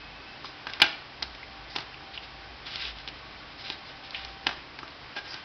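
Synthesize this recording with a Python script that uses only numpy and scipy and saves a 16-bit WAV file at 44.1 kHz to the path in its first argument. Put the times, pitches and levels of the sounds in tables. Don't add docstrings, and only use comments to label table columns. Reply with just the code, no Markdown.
import sys
import numpy as np
from scipy import signal
from scipy.fft import rfft, irfft
from scipy.io import wavfile
from scipy.ndimage import uniform_filter1d

SR = 44100
rng = np.random.default_rng(int(sys.argv[2]) if len(sys.argv) > 2 else 0)


def wav_out(sig):
    wavfile.write(sys.argv[1], SR, np.round(np.clip(np.atleast_2d(sig).T, -1, 1) * 32767).astype(np.int16))


N = 239948
TIME = np.arange(N) / SR
RING_TIME = TIME[:SR // 5]

RESONANCES = [(840, .06, -6), (1437, .09, -6), (1505, .08, -3), (1582, .09, -7), (1776, .07, -10),
              (2025, .05, -7), (2430, .06, -4), (2690, .07, -5), (2905, .06, 1), (3420, .06, -4),
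              (3590, .05, -2), (3850, .06, -6), (4060, .04, -10), (4925, .05, -8)]
RING_DB = -10


def landings(corner_s=.003, hops=3, hop_shrink=.85, hop_loss_db=-6, damped_db=-14):
    # (time [s], clap level [dB], pitch [Hz], width [octaves], rattle fade time [s], table knock [dB],
    #  ring [dB], edge's head start [s], edge [dB], far corner [dB], first hop [s], hop level [dB])
    claps = [ (0.8175, -13, 2880, 0.47, 0.018, -11.5, -1, 0.017, -16, -0.5, .0245, -15),
             (1.227, -27, 4180, 0.3, .013, -19.5, -11, 0.0029, -5, -23, 0.013, -28.5),
             (1.7611, -29, 3400, 0.86, 0.018, -3, -10, .007, -10.5, -11, .0235, -5.5),
             (4.4681, -21, 2720, 0.71, 0.017, -6.5, -14, 0.0037, -18, -10.5, .0232, -11)]
    out = np.zeros(N)
    for s, db, hz, octaves, t60, knock_db, ring_db, lead_s, edge_db, corner_db, hop_s, hop_db in claps:
        edge = dict(hz=0.72 * hz, octaves=1.05, t60=0.041, knock_db=-5.5)
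        clap_ring = unit(through(ring(RESONANCES), contact(hz=1670, octaves=1.36)))
        add(out, s - lead_s, strike(db + edge_db, **edge))
        add(out, s, strike(db, hz, octaves, t60, knock_db, damped_db))
        add(out, s + corner_s, strike(db + corner_db, hz, octaves, t60, damped_db, damped_db))
        add(out, s + corner_s, blow_gain(db + ring_db) * clap_ring)
        hop_delays = np.cumsum(hop_s * hop_shrink ** np.arange(hops))
        for k, delay in enumerate(hop_delays):
            add(out, s + delay, strike(db + hop_db + k * hop_loss_db, **edge))
    return out


def taps():
    # (time [s], level [dB], pitch [Hz], width [octaves], rattle fade time [s], table knock [dB])
    touches = [ (0.4452, -40.5, 1100, 0.19, .015, -1), (0.456, -43, 3600, .5, .015, -21.5),
               (0.6692, -33, 1800, 0.95, .018, -7), (0.6982, -41.5, 1500, 1.32, .015, -5),
               (0.735, -34, 3430, 0.47, .008, -21.5), (1.349, -44, 2000, 1, 0.017, -7),
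               (1.4295, -40.5, 2170, 0.15, 0.013, -20.5), (1.943, -42.5, 2594, 0.23, .007, -16.5),
               (2.176, -34.5, 2790, 0.25, 0.021, -12), (2.7572, -32, 3100, 0.77, 0.0087, -15),
               (2.852, -34.5, 3130, 0.36, 0.021, -14.5), (2.9856, -45.5, 3640, .7, 0.0079, -22),
               (3.0763, -35.5, 3130, 0.5, 0.013, -13), (3.085, -37.5, 3300, 0.6, .02, -16),
               (3.7008, -30.5, 3080, 0.58, 0.015, -9.5), (4.107, -41, 4030, 0.35, .006, -14),
               (4.1461, -31, 2740, 0.26, 0.051, -20), (4.2484, -39, 4620, 0.87, 0.013, -11.5),
               (4.789, -38.5, 2210, 0.98, .022, -6), (4.831, -38.5, 1227, 0.22, 0.018, -3),
               (4.879, -43, 2530, 0.66, .03, -15), (5.165, -37.5, 2300, 0.76, 0.044, -0.5),
               (5.342, -39.5, 4780, .77, .015, -6.5)]
    out = np.zeros(N)
    for s, db, hz, octaves, t60, knock_db in touches:
        add(out, s, strike(db, hz, octaves, t60, knock_db))
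    return out


def strike(db, hz, octaves, t60, knock_db, ring_db=RING_DB):
    colour = contact(hz, octaves)
    blow = unit(mic_response(through(rattle(t60), colour)))
    ringing = unit(through(ring(RESONANCES), colour))
    return blow_gain(db) * (blow + undb(ring_db) * ringing + undb(knock_db) * table_knock())


def rattle(t60, bounce_db=7):
    half_fade = fade(RING_TIME, 2 * t60)
    bounces = undb(bounce_db) * unit(rng.standard_normal(len(RING_TIME)) * half_fade)
    spectrum = rfft(signal.unit_impulse(len(RING_TIME)) + bounces)
    return irfft(spectrum / np.abs(spectrum), len(RING_TIME)) * half_fade


def table_knock(thud_t60=0.11, thud_db=-4):
    # (pitch [Hz], fade time [s], level [dB])
    table_notes = [(156, 0.085, -9.5), (229, 0.19, -3.5), (303, 0.028, 2.5), (357, .08, 0.5),
                   (666, 0.4, -4.5), (834, 0.023, 8.5), (925, 0.008, 4)]
    burst = rng.standard_normal(len(RING_TIME)) * fade(RING_TIME, thud_t60)
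    thud = unit(through(burst, contact(hz=263.5, octaves=2.24)))
    return unit(ring(table_notes) + undb(thud_db) * thud)


def slides(speed_up_s=.02, slow_down_s=.035):
    # (start [s], length [s], level [dB], pitch [Hz], width [octaves])
    pushes = [ (0.438, .07, -47, 4370, .55), (0.669, .13, -47, 1800, 1.3), (1.697, 0.14, -49.5, 4750, 0.33),
              (2.131, .045, -42.5, 3080, 0.53), (2.218, .045, -46, 3750, 0.83),
              (2.653, 0.27, -41.5, 3140, 0.94), (2.792, 0.11, -45, 3100, .6),
              (2.961, .075, -50, 3560, 0.64), (3.575, 0.19, -48, 3564, .9), (3.637, 0.097, -45.5, 3100, .7),
              (3.848, .09, -51, 3800, .7), (4.034, .055, -46, 3180, 0.69), (4.123, .12, -43.5, 2640, .7),
              (4.232, 0.12, -51, 3270, .8), (5.155, .05, -38.5, 2600, 1.2), (5.237, .17, -46.5, 1817, 1.5),
              (5.274, .08, -43.5, 5190, .3)]
    out = np.zeros(N)
    noise = rng.standard_normal(N)
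    catch_db = 2 * rng.exponential(size=N) + 1.5 * waver(rate=90)
    fibres = noise * undb(catch_db)
    for start, length, db, hz, octaves in pushes:
        span = slice(int(start * SR), int((start + length) * SR))
        t = TIME[span] - start
        speed = np.clip(np.minimum(t / speed_up_s, (length - t) / slow_down_s), 0, 1)
        rasp = mic_response(through(fibres[span], contact(hz, octaves, floor_db=-18)))
        add(out, start, undb(db) * np.sqrt(speed) * steady(rasp))
    ringing = steady(through(out, ring(RESONANCES))) * np.std(out)
    return out + undb(RING_DB) * ringing


def judder(start_s=5.158, rise_s=0.012, hold_s=0.02, t60=.11, db=-37):
    # (pitch [Hz], fade time [s], level [dB])
    edge_notes = [(797, 0.043, -9), (1620, 0.15, -1), (2310, .07, -10)]
    ringing = steady(through(rng.standard_normal(N), ring(edge_notes)))
    t = TIME - start_s
    rise = np.clip(t / rise_s, 0, 1)
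    release = fade(np.maximum(t - rise_s - hold_s, 0), t60)
    return undb(db) * ringing * rise * release


def room(x, gap_s=0.0019, near_db=-11, near_t60=0.028, tail_db=-9, tail_t60=0.43, dull_hz=4500):
    t = TIME[:SR * 3 // 4]
    echoes = rng.standard_normal((2, len(t))) * np.clip(t / gap_s - 1, 0, 1)
    tail = undb(tail_db) * unit(echoes[0] * fade(t, tail_t60))
    near = undb(near_db) * unit(echoes[1] * fade(t, near_t60))
    return through(x, signal.lfilter(*signal.butter(1, dull_hz, fs=SR), near + tail))


def hiss(level_db=-46, flicker_db=0.37):
    # (frequency [Hz], relative level [dB])
    hiss_shape = [(12, -22), (25, -4), (60, 0), (90, 1.5), (140, -2), (180, -3.5), (300, -1), (480, -4),
                  (750, -1), (1500, -3.5), (2500, -2.5), (3700, -7), (4600, -7), (6000, -9)]
    hz, db = np.transpose(hiss_shape)
    f = np.maximum(np.arange(N // 2 + 1) * SR / N, 1)
    gain = undb(np.interp(np.log(f), np.log(hz), db))
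    noise = irfft(rfft(rng.standard_normal(N)) * gain, N)
    return steady(mic_response(noise)) * undb(level_db + flicker_db * waver(rate=14))


def fan(trim_db=-1):
    # (time [s], level [dB])
    hum_levels = [(0.0, -55), (0.98, -73.5), (1.27, -51), (1.41, -55.5), (1.67, -49.5), (1.73, -68),
                  (2.62, -52), (2.67, -64), (2.91, -49), (4.0, -67.5), (4.18, -52), (5.44, -66.5)]
    # (time [s], level [dB])
    whine_levels = [(0, -63), (2.3, -56.5), (2.8, -60), (3.6, -61), (4.3, -49.5), (4.7, -59.5), (5.1, -75)]
    # (pitch [Hz], level [dB])
    weak_tones = [(132, -63), (295, -65.5), (1125, -63), (1520, -62.5), (3115, -64)]
    hum = tone(57, wander_hz=4, rate=14, waver_db=2.5) * undb(trim_db + curve(hum_levels))
    whine = tone(781, wander_hz=2.5, rate=20, waver_db=2.5) * undb(trim_db + curve(whine_levels))
    weak = sum(undb(db) * tone(hz, wander_hz=0.0062 * hz, rate=30, waver_db=3) for hz, db in weak_tones)
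    return hum + whine + weak


def whistle(db=-54.5, hold_s=0.34, t60=.35):
    release = fade(np.maximum(TIME - hold_s, 0), t60)
    return undb(db) * tone(2580, wander_hz=51.3, rate=83, waver_db=1.5) * release


def contact(hz, octaves, size=1024, floor_db=-26):
    f = np.maximum(np.arange(size // 2 + 1) * SR / size, 1)
    hump = np.exp(-.5 * (np.log2(f / hz) / octaves) ** 2)
    floor = undb(floor_db) * np.minimum(f / hz, 1) ** .5
    cepstrum = irfft(np.log(hump + floor))
    cepstrum[1:size // 2] *= 2
    cepstrum[size // 2 + 1:] = 0
    return irfft(np.exp(rfft(cepstrum)))


def ring(notes):
    shares_db = rng.standard_normal(len(notes))
    return unit(sum(undb(db + share) * unit(np.cos(2 * np.pi * hz * RING_TIME) * fade(RING_TIME, t60))
                    for (hz, t60, db), share in zip(notes, shares_db)))


def tone(hz, wander_hz, rate, waver_db):
    phase = 2 * np.pi * np.cumsum(hz + wander_hz * waver(rate)) / SR
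    return steady(np.sin(phase) * undb(waver_db * waver(rate)))


def waver(rate):
    step = int(SR / rate)
    stairs = np.repeat(rng.standard_normal(N // step + 1), step)
    return steady(uniform_filter1d(uniform_filter1d(stairs, step), step)[:N])


def mic_response(x, ripple_db=0.97, top_hz=5194):
    return signal.sosfilt(signal.cheby1(6, ripple_db, top_hz, fs=SR, output="sos"), x)


def undb(db):
    return 10 ** (np.asarray(db) / 20)


def blow_gain(db):
    return undb(db) * np.sqrt(SR / 100)


def unit(x):
    return x / np.sqrt(np.sum(x ** 2) + 1e-18)


def steady(x):
    return unit(x) * np.sqrt(len(x))


def curve(rows):
    return np.interp(TIME, *np.transpose(rows))


def fade(t, t60):
    return np.exp(-np.log(1000) * t / t60)


def add(out, s, x):
    i = max(int(s * SR), 0)
    out[i:i + len(x)] += x[:max(N - i, 0)]


def through(x, response):
    return signal.fftconvolve(x, response)[:len(x)]


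def scene(bass_cut_hz=130):
    bass_cut = signal.butter(2, bass_cut_hz, "high", fs=SR, output="sos")
    parts = signal.sosfilt(bass_cut, landings() + taps() + slides() + judder())
    return (parts + room(parts) + hiss() + fan() + whistle())[None]


def record(dry):
    soft_limit, hard_limit = 0.98, 0.64
    band_hz, top_hz = 6050, 15600
    rounded = soft_limit * np.tanh(dry / soft_limit)
    narrow = signal.sosfilt(signal.ellip(10, .3, 75, band_hz, fs=SR, output="sos"), rounded)
    clipped = np.clip(narrow, -hard_limit, hard_limit)
    return signal.sosfilt(signal.ellip(8, .2, 70, top_hz, fs=SR, output="sos"), clipped)


dry = scene()
out = record(dry)
wav_out(out)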